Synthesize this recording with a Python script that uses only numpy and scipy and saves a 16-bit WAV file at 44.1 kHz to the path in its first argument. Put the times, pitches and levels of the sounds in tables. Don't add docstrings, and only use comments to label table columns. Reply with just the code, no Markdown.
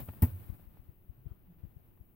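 import sys
import numpy as np
from scipy.fft import rfft, irfft, next_fast_len
from scipy.io import wavfile
from scipy.ndimage import map_coordinates

SR = 44100
rng = np.random.default_rng(int(sys.argv[2]) if len(sys.argv) > 2 else 0)


def pcm_store(signal):
    levels = np.round(np.clip(np.atleast_2d(signal), -1, 1) * 32767)
    wavfile.write(sys.argv[1], SR, levels.astype(np.int16).T)


N = 94815
T = np.arange(N) / SR
NOISE_TOP_HZ, SLIP_ATTACK_S = 15850, 0.0017
# freq_hz, coherence
HANDLING_COHERENCE = [(50, 0.44), (300, 0.45), (1500, 0.063), (5000, 0), (12000, 0)]


def amp(db):
    return 10 ** (np.asarray(db) / 20)


def pan(db):
    return amp([[db / 2], [-db / 2]])


def along(points, hz):
    freqs, values = np.transpose(points)
    return np.interp(np.log(hz + 1), np.log(freqs + 1), values)


def filtered(x, response):
    size = next_fast_len(N + SR // 2)
    return irfft(rfft(x, size) * response(np.fft.rfftfreq(size, 1 / SR)), size)[..., :N]


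def wobble(knots_per_s):
    knots = rng.standard_normal(int(N * knots_per_s / SR) + 4)
    return map_coordinates(knots, [T * knots_per_s])


def noise(spectrum, coherence, top_hz=NOISE_TOP_HZ):
    def response(hz):
        angle = np.arccos(np.clip(along(coherence, hz), -1, 1)) / 2
        return (hz < top_hz) * amp(along(spectrum, hz)) * [np.cos(angle), np.sin(angle)]
    mid, side = filtered(rng.standard_normal((2, N)), response)
    pair = np.array([mid + side, mid - side])
    return pair / pair.std()


def case_noise(spectrum, top_hz=NOISE_TOP_HZ):
    # freq_hz, coherence
    coherence = [(300, 0.74), (2400, 0.74), (5000, 0.36), (9000, -0.1)]
    # freq_hz, left_minus_right_db
    balance = [(100, 0), (700, 2), (2400, -.5), (4400, -2), (8100, 1.5), (11000, 4.5), (15000, 5.5)]
    pair = noise(spectrum, coherence, top_hz)
    return filtered(pair, lambda hz: amp(along(balance, hz) * np.array([[.5], [-.5]])))


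def burst(start_s, attack_s, hold_s, t60_s):
    rise = np.clip((T - start_s) / attack_s, 0, 1)
    return rise * np.exp(-np.log(1000) * np.maximum(T - start_s - hold_s, 0) / t60_s)


def swing(start_s, hz, swell_s):
    age = np.maximum(T - start_s, 0) / swell_s
    envelope = (age * np.exp((1 - age * age) / 2)) ** 1.1
    return envelope * np.cos(2 * np.pi * hz * (T - start_s - swell_s))


def outdoor_air():
    # freq_hz, relative_density_db
    spectrum = [(20, -2.5), (60, -1.5), (130, -7.5), (250, -13.5), (340, -11.5), (450, -22.5), (770, -27),
                (1600, -39.5), (2900, -36.5), (4100, -53.5), (7000, -60), (12000, -74)]
    # freq_hz, coherence
    coherence = [(50, 0.97), (350, 0.18), (1000, 0.31), (2500, 0.025)]
    return amp(-63.5) * noise(spectrum, coherence) * pan(1.3)


def microphone_hiss():
    # freq_hz, relative_density_db
    spectrum = [(4000, -29), (7000, -28.5), (9800, -26.5), (12300, -2), (13800, -5.5), (15000, -1),
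                (15600, 3.5)]
    return amp(-75) * case_noise(spectrum) * pan(3)


def rubbing():
    # time_s, level_db
    hiss_contour = [(0, -49), (.04, -56), (.2, -63), (.3, -60.5), (.47, -63), (.55, -66), (.65, -71),
                    (1.15, -80.5), (1.33, -78.5), (1.5, -85), (1.7, -77), (2.15, -78)]
    # freq_hz, relative_density_db
    hiss_spectrum = [(3000, -27), (6500, -27.5), (8200, -14.5), (10000, -12.5), (12300, -3.5), (14000, -2),
                     (15700, 3.5)]
    # time_s, level_db
    rustle_contour = [(0, -41), (.06, -54), (.2, -54), (.275, -49), (.32, -52), (.4, -53.5), (.55, -56.5),
                      (.7, -62.5), (1.1, -69), (1.29, -62.5), (1.42, -67.5), (1.63, -65), (1.85, -66),
                      (2.15, -71.5)]
    # freq_hz, relative_density_db
    rustle_spectrum = [(20, -17.5), (90, 6), (250, -6.5), (500, -17.5), (1000, -21), (2500, -29.5),
                       (4000, -35), (7000, -47)]
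    hiss_db = np.interp(T, *np.transpose(hiss_contour)) + .5 * wobble(34) + wobble(500)
    rustle_db = np.interp(T, *np.transpose(rustle_contour)) + 1.73 * wobble(40.18)
    hiss = amp(hiss_db) * case_noise(hiss_spectrum) * pan(2)
    return hiss + amp(rustle_db) * noise(rustle_spectrum, HANDLING_COHERENCE)


def finger_bumps():
    # centre_s, level_db, width_s
    pushes = [(0.0347, -34.5, 0.0025), (0.5012, -26, 0.0029), (0.527, -36, 0.0048), (0.677, -39.5, 0.0044),
              (.799, -39, 0.0031), (0.894, -37, 0.0029), (1.099, -33, 0.0037), (1.262, -31.5, 0.0022),
              (1.268, -29, 0.0033), (1.3175, -32, 0.003), (1.639, -31.5, 0.0026), (1.651, -36.5, 0.0022),
              (1.668, -43.5, 0.0053), (1.7689, -37.5, 0.0024), (2.0127, -40, 0.0033)]
    # freq_hz, relative_density_db
    scuff_spectrum = [(60, -6.5), (160, 1.5), (330, -7.5), (550, -21), (1500, -41), (5000, -67)]
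    highpass_hz, right_db = 12, -51.5
    pressure, scuff_envelope = np.zeros(N), np.zeros(N)
    for centre, db, width in pushes:
        offset = (T - centre) / width
        pressure += amp(db) * (offset * offset - 1) * np.exp(-offset * offset / 2)
        scuff_envelope += amp(db - 23.5) * burst(centre - 2 * width, width, 2 * width, t60_s=0.083)
    thud = filtered(pressure, lambda hz: 1j * hz / (highpass_hz + 1j * hz))
    scuff = scuff_envelope * noise(scuff_spectrum, HANDLING_COHERENCE)
    return (thud + scuff) * amp([[0], [right_db]])


def settling_grip():
    # start_s, level_db, pitch_hz, swell_s
    shudders = [(0.263, -38.5, 125, 0.0159), (0.311, -36.5, 89.8, 0.0334), (0.369, -47, 105, .035),
                (1.167, -54, 127, .03), (1.472, -52.5, 174.6, .028), (1.53, -59.5, 172, 0.0357)]
    # start_s, level_db, rise_s
    scuffs = [(0.082, -44, 0.0078), (0.129, -54.5, 0.0083), (0.596, -63, 0.00081), (0.769, -59, 0.0031),
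              (1.974, -64.5, 0.0026)]
    # freq_hz, relative_density_db
    scuff_spectrum = [(120, 0.5), (300, 0.5), (700, 2), (1500, -10), (2800, -16.5), (4000, -30),
                      (7000, -35)]
    # freq_hz, relative_density_db
    scrape_spectrum = [(700, -3.5), (1100, -6.5), (1350, 0), (1650, -16), (2900, -26), (3200, -9),
                       (3600, -37)]
    shudder = sum(amp(db) * swing(start, hz, swell) for start, db, hz, swell in shudders)
    scuff_envelope = sum(amp(db) * burst(start, rise, rise, t60_s=0.022) for start, db, rise in scuffs)
    scuff = scuff_envelope * case_noise(scuff_spectrum)
    scrape_envelope = amp(-75.5) * burst(start_s=1.252, attack_s=0.026, hold_s=0.067, t60_s=.3)
    return shudder + scuff + scrape_envelope * case_noise(scrape_spectrum)


def knocks():
    # start_s, gain_db, left_minus_right_db
    impacts = [(0.0786, -26, 0), (0.221, -0.5, 0.6)]
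    # pitch_hz, relative_level_db, swell_s
    body_modes = [(87.2, -13.5, 0.01466), (148, -24.5, 0.00656), (207, -23, 0.00623), (248, -26.5, 0.01666)]
    # pitch_hz, relative_level_db, t60_s
    shell_modes = [(325, -44.5, 0.15), (408, -41, 0.1), (612, -49.5, 0.15), (734, -42, 0.033),
                   (845, -42, 0.077), (920, -44.5, 0.086), (1023, -49, .07), (1880, -48, 0.057),
                   (1965, -55, 0.069), (2236, -52.5, 0.056), (2405, -65, 0.17), (2855, -83, 0.065)]
    # freq_hz, relative_density_db
    clatter_spectrum = [(120, 3.5), (300, -1.5), (600, -10.5), (1200, -17.5), (2400, -22), (4000, -32.5),
                        (7000, -48)]
    ring_attack_s = 0.012
    out = np.zeros((2, N))
    for start, gain_db, balance_db in impacts:
        body = sum(amp(db) * swing(start, hz, swell) for hz, db, swell in body_modes)
        ring = np.zeros(N)
        for hz, db, t60 in shell_modes:
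            envelope = amp(db) * burst(start, ring_attack_s, ring_attack_s, t60)
            ring += envelope * np.sin(2 * np.pi * (hz * T + rng.random()))
        clatter_envelope = amp(-35.5) * burst(start, SLIP_ATTACK_S, hold_s=.02, t60_s=0.084)
        clatter = clatter_envelope * case_noise(clatter_spectrum)
        out += amp(gain_db) * pan(balance_db) * (body + ring + clatter)
    return out


def snap():
    # delay_s, level_db, hold_s, t60_s
    slips = [(0, -30.5, 0.006, 0.023), (0.0103, -36, 0.008, 0.065), (0.026, -50, 0.012, 0.22)]
    # freq_hz, relative_density_db
    spectrum = [(1500, -40), (2500, -20), (3500, -25), (5000, -20.5), (6400, -30), (8200, -13), (10500, -8),
                (13200, -1), (15100, 7), (15900, 1), (16500, -43)]
    start_s, crack_hz = .2205, 5260
    slip_envelope = sum(amp(db) * burst(start_s + delay, SLIP_ATTACK_S, hold, t60)
                        for delay, db, hold, t60 in slips)
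    crack_envelope = amp(-50) * burst(start_s, SLIP_ATTACK_S, SLIP_ATTACK_S, t60_s=0.0067)
    crack = crack_envelope * np.sin(2 * np.pi * crack_hz * T)
    return crack + slip_envelope * case_noise(spectrum, top_hz=16300)


def scene():
    background = outdoor_air() + microphone_hiss()
    return background + rubbing() + finger_bumps() + settling_grip() + knocks() + snap()


def record(dry):
    return filtered(dry, lambda hz: hz < 16800)


dry = scene()
out = record(dry)
pcm_store(out)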